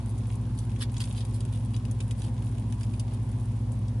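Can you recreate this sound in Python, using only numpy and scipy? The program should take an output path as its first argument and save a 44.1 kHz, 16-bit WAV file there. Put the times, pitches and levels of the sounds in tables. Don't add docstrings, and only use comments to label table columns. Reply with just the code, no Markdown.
import sys
import numpy as np
from scipy import signal
from scipy.fft import rfft, irfft
from scipy.io import wavfile
from scipy.ndimage import uniform_filter1d

SR = 44100
rng = np.random.default_rng(int(sys.argv[2]) if len(sys.argv) > 2 else 0)


def bounce(signal):
    frames = np.transpose(np.atleast_2d(signal))
    limited = np.clip(frames, -1, 1)
    pcm = np.round(limited * 32767).astype(np.int16)
    wavfile.write(sys.argv[1], SR, pcm)


N = 176400

# f/Hz, relative density/dB
ROOM_SPECTRUM = [(20, -33), (40, -25), (70, -7.5), (110, 1.5), (150, -4.5), (215, -4), (265, -5.5),
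                 (300, -15), (390, -16), (450, -23.5), (510, -17.5), (580, -24), (1000, -21.5),
                 (1250, -32.5), (1800, -35.5), (3500, -39.5), (7200, -45), (9500, -42.5)]
# f/Hz, left-right correlation
ROOM_CORRELATION = [(60, 0.9), (200, 0.99), (400, 0.75), (700, 0.69), (1400, 0.33), (4000, .15),
                    (10000, 0.16)]
# f/Hz, rms level/dB, rms phase wander/rad
HUM_TONES = [(48.05, -48.7, .1), (59.11, -38.5, .06), (105.48, -32, .12), (120.03, -34.2, .06),
             (210.96, -50, .45), (240.1, -45.5, .35), (360.1, -62, .4)]
# f/Hz, t60/s, relative gain/dB
BARK_MODES = [(2570, 0.018, -7), (3000, 0.022, -3), (3370, 0.016, -2), (3780, 0.019, -1.5),
              (4730, 0.026, -4), (8500, 0.036, -9), (9400, 0.017, -9)]
# f/Hz, gain/dB
STEP_SPECTRA = [
    [(600, -23), (1500, -5.5), (3000, -2.5), (5000, -5.5), (7000, -5), (11000, -36)],
    [(600, -30), (1500, -12), (3000, -11), (6500, -9), (9500, 2), (11000, 0.5)],
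]
# t/s, level/dB
STEP_ENVELOPE = [(0, -54.5), (.3, -56.5), (.43, -59.5), (.75, -58.5), (1.1, -51.5), (1.65, -57),
                 (2.5, -57.5), (3.3, -56), (4, -65.5)]
# t/s, length/s, level/dB
BRUSHES = [(0.08, 0.051, -49.5), (0.159, 0.041, -49.5), (0.269, 0.068, -52), (0.928, 0.045, -51),
           (1.558, 0.058, -54.5), (1.688, 0.046, -57), (2.027, .03, -56), (2.435, 0.064, -52),
           (3.29, 0.045, -59.5), (3.393, 0.019, -51), (3.424, 0.029, -55.5), (3.505, 0.034, -56),
           (3.706, .06, -49.5)]
# f/Hz, gain/dB
BRUSH_SPECTRUM = [(1000, -26), (3000, -18), (6500, -8), (9000, -1)]
# t/s, rise/s, fall/s, level/dB, tilt/(dB/octave)
SCRAPES = [(0.785, 0.0091, 0.022, -41.5, 7), (.803, 0.01, 0.021, -36.5, 0.5),
           (0.812, 0.017, 0.011, -32, 1.5), (.997, 0.0052, 0.027, -33.5, 3), (1.021, 0.016, 0.13, -48.5, 5),
           (1.154, 0.025, 0.026, -39.5, 5.5), (1.192, 0.025, 0.02, -48, 2), (1.331, 0.016, 0.035, -38.5, 9),
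           (1.519, 0.019, 0.037, -49, 3.5), (2.169, 0.022, 0.046, -41, 9), (2.225, 0.018, 0.042, -42, 5),
           (2.784, 0.016, .05, -48.5, 6.5), (0.569, 0.01, 0.078, -45.5, 7), (3.09, 0.03, 0.04, -56.5, -3)]
# f/Hz, gain/dB
SCRAPE_SPECTRUM = [(500, -17), (1100, -5.5), (2700, -5.5), (3450, 0.5), (4200, -6), (4800, -5), (6200, -15),
                   (7400, -14), (8600, -10), (11000, -10.5)]
# t/s, relative low/dB, mid/dB, high/dB, ping f/Hz, left minus right/dB
TICKS = [(0.3024, -56, -58.5, -61, 2790, -3), (0.355, -68, -74, -53, 10800, 2),
         (0.5886, -76, -56, -48, 9500, 0), (0.7612, -57.5, -57, -62, 2370, -1),
         (0.9676, -55, -46.5, -52, 3380, -1), (0.9804, -68, -56, -46.5, 8310, 3),
         (1.0042, -45.5, -50.5, -46, 4660, -3), (1.0393, -68, -47.5, -46.5, 4640, -1),
         (1.054, -58, -72, -49.5, 9150, -2), (1.1779, -64, -48, -57, 3460, 0),
         (1.2062, -66, -50.5, -57, 3400, 0), (1.251, -66, -55, -54, 9600, 0),
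         (1.4057, -70, -49, -48, 10000, 0.5), (1.451, -62, -60, -53.5, 8550, 1),
         (1.7425, -58, -49, -66, 2860, 4.5), (1.7643, -59, -51.5, -49.5, 2920, 3),
         (1.852, -58.5, -55, -54, 2650, 5), (1.9124, -73, -62, -47, 11000, 5),
         (2.0039, -50, -48.5, -46, 3460, 0.5), (2.1099, -53, -47.5, -44.5, 3020, 1),
         (2.2188, -55, -51.5, -51, 9840, -1), (2.582, -60, -59, -56, 3060, -1),
         (2.724, -55.5, -53, -52, 9360, -3), (2.8098, -56, -58, -52, 5000, -4),
         (2.8325, -56, -54.5, -49.5, 4970, 1), (2.9372, -58.5, -55, -59, 2540, -1),
         (2.9966, -70, -48, -42.5, 4760, 2), (3.8817, -78, -58.5, -57, 5220, 2)]
TICK_EDGES_HZ = [1400, 2700, 6000, 11200]


def amp(db):
    return 10 ** (np.asarray(db) / 20)


def unit(x):
    return x / np.sqrt(np.mean(x ** 2) + 1e-20)


def lookup(points, hz):
    f, value = np.transpose(points)
    return np.interp(np.log(hz + 1), np.log(f + 1), value)


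def add(mix, start_s, sound):
    part = mix[:, max(round(start_s * SR), 0):][:, :sound.shape[1]]
    part += sound[:, :part.shape[1]]


def colour(x, spectrum, tilt_db_oct=0):
    hz = np.fft.rfftfreq(x.shape[-1], 1 / SR)
    octaves = np.log2((hz + 100) / 4000)
    return irfft(rfft(x) * amp(lookup(spectrum, hz) + tilt_db_oct * octaves), x.shape[-1])


def room(level_db=-39, flicker_db=1.06, frame=4096, hop=1024):
    hz = np.fft.rfftfreq(frame, 1 / SR)
    a, b, c, d, flicker = rng.standard_normal((5, N // hop + 5, len(hz)))
    correlation = lookup(ROOM_CORRELATION, hz)
    left = a + 1j * b
    right = correlation * left + np.sqrt(1 - correlation ** 2) * (c + 1j * d)
    flicker = uniform_filter1d(flicker, size=4, axis=0)
    flicker = uniform_filter1d(flicker, size=24, axis=1)
    spectra = np.array([left, right]) * amp(lookup(ROOM_SPECTRUM, hz) + flicker_db * unit(flicker))
    _, air = signal.istft(spectra.swapaxes(1, 2), nperseg=frame, noverlap=frame - hop)
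    return amp(level_db) * unit(air[:, :N])


def hum():
    out, t = np.zeros(N), np.arange(N) / SR
    drift_hz = np.geomspace(.2, 2.5, 6)
    for hz, db, wander_rad in HUM_TONES:
        drift = sum(np.sin(2 * np.pi * (f * t + rng.random())) / np.sqrt(f) for f in drift_hz)
        phase = 2 * np.pi * (hz * t + rng.random()) + wander_rad * unit(drift)
        out += amp(db) * np.sqrt(2) * np.sin(phase)
    return out


def slips(size, per_s, spread_db):
    chance, strength, sign = rng.random((3, size))
    heights = amp(spread_db * np.minimum(-np.log(1 - strength), 4))
    return (chance < per_s / SR) * heights * np.sign(sign - .5)


def on_bark(drive, ring_db=3, scatter_s=.0012, tub_t60_s=.057, tub_db=2.5, size=3000):
    t = np.arange(size) / SR
    click = 1. * (t == 0)
    ring = click.copy()
    for hz, t60_s, db in BARK_MODES:
        decay_per_s = np.log(1000) / t60_s
        spot_hz = hz * (1 + .02 * rng.standard_normal())
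        gain = amp(db + ring_db) * 2 * decay_per_s / SR
        ring += gain * np.exp(-decay_per_s * t) * np.cos(2 * np.pi * spot_hz * t)
    near, far = rng.standard_normal((2, 2, size))
    scatter = unit(near * np.exp(-t / scatter_s))
    echo = amp(tub_db) * unit(far * 1000 ** (-t / tub_t60_s))
    paths = click + (scatter + echo) / np.sqrt(size)
    response = signal.fftconvolve(paths, ring[None], axes=1)[:, :size]
    return signal.fftconvolve(drive[None], response, axes=1)[:, :len(drive)]


def footfalls(steps_per_s=420):
    spots = STEP_SPECTRA * 3
    patter = np.zeros((2, N))
    for spectrum in spots:
        steps = slips(N, steps_per_s / len(spots), spread_db=4.5)
        patter += colour(on_bark(steps), spectrum)
    level_db = np.interp(np.arange(N) / SR, *np.transpose(STEP_ENVELOPE))
    return amp(level_db) * unit(patter)


def leg_brushes(size=5000):
    out, t = np.zeros((2, N)), np.arange(size) / SR
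    for start_s, length_s, db in BRUSHES:
        push = np.sin(np.pi * np.minimum(t / length_s, 1))
        friction = push * slips(size, per_s=2000, spread_db=9)
        rustle = colour(on_bark(friction), BRUSH_SPECTRUM)
        add(out, start_s, amp(db) * unit(rustle) * np.sqrt(np.mean(push ** 2)))
    return out


def shell_scrapes(size=10000):
    out, t = np.zeros((2, N)), np.arange(size) / SR
    for start_s, rise_s, fall_s, db, tilt_db_oct in SCRAPES:
        ramp = np.minimum(t / rise_s, 1 - (t - rise_s) / fall_s)
        push = np.clip(ramp, 0, 1) ** .67
        friction = push * slips(size, per_s=2000, spread_db=3)
        rasp = colour(on_bark(friction, ring_db=-7.5), SCRAPE_SPECTRUM, tilt_db_oct)
        add(out, start_s, amp(db) * unit(rasp) * np.sqrt(np.mean(push ** 2)))
    return out


def claw_ticks(gain_db=-2.5, skid_s=.0027, slips_per_s=2400, ping_t60_s=.018, ping_db_oct=-1.5):
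    size = 4096
    out, t = np.zeros((2, N)), np.arange(size) / SR
    attack = t < .008
    filters = [signal.butter(4, edges, "band", fs=SR, output="sos")
               for edges in zip(TICK_EDGES_HZ, TICK_EDGES_HZ[1:])]
    for start_s, *bands_db, ping_hz, pan_db in TICKS:
        slipping = rng.random(size) < slips_per_s / SR
        skid = slipping * rng.standard_normal(size) * np.exp(-t / skid_s)
        snap = on_bark((t == 0) + skid, ring_db=13.5)
        bands = [signal.sosfilt(sos, snap) for sos in filters]
        tick = sum(amp(db) * band / band.mean(0)[attack].std() for db, band in zip(bands_db, bands))
        ping = np.sin(2 * np.pi * ping_hz * t) * 1000 ** (-t / ping_t60_s)
        ping_band = np.searchsorted(TICK_EDGES_HZ[1:-1], ping_hz)
        ping_db = bands_db[ping_band] + ping_db_oct * np.log2(ping_hz / TICK_EDGES_HZ[1])
        tick += amp(ping_db) * ping / ping[attack].std()
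        sides_db = np.array([[pan_db], [-pan_db]]) / 2
        add(out, start_s, tick * amp(gain_db + sides_db))
    return out


def scene():
    return claw_ticks() + shell_scrapes() + leg_brushes() + footfalls() + hum() + room()


def record(dry):
    cutoff_hz = 11150
    lowpass = signal.firwin(401, cutoff_hz, window=("kaiser", 8), fs=SR)
    return signal.oaconvolve(dry, lowpass[None], "same")


dry = scene()
out = record(dry)
bounce(out)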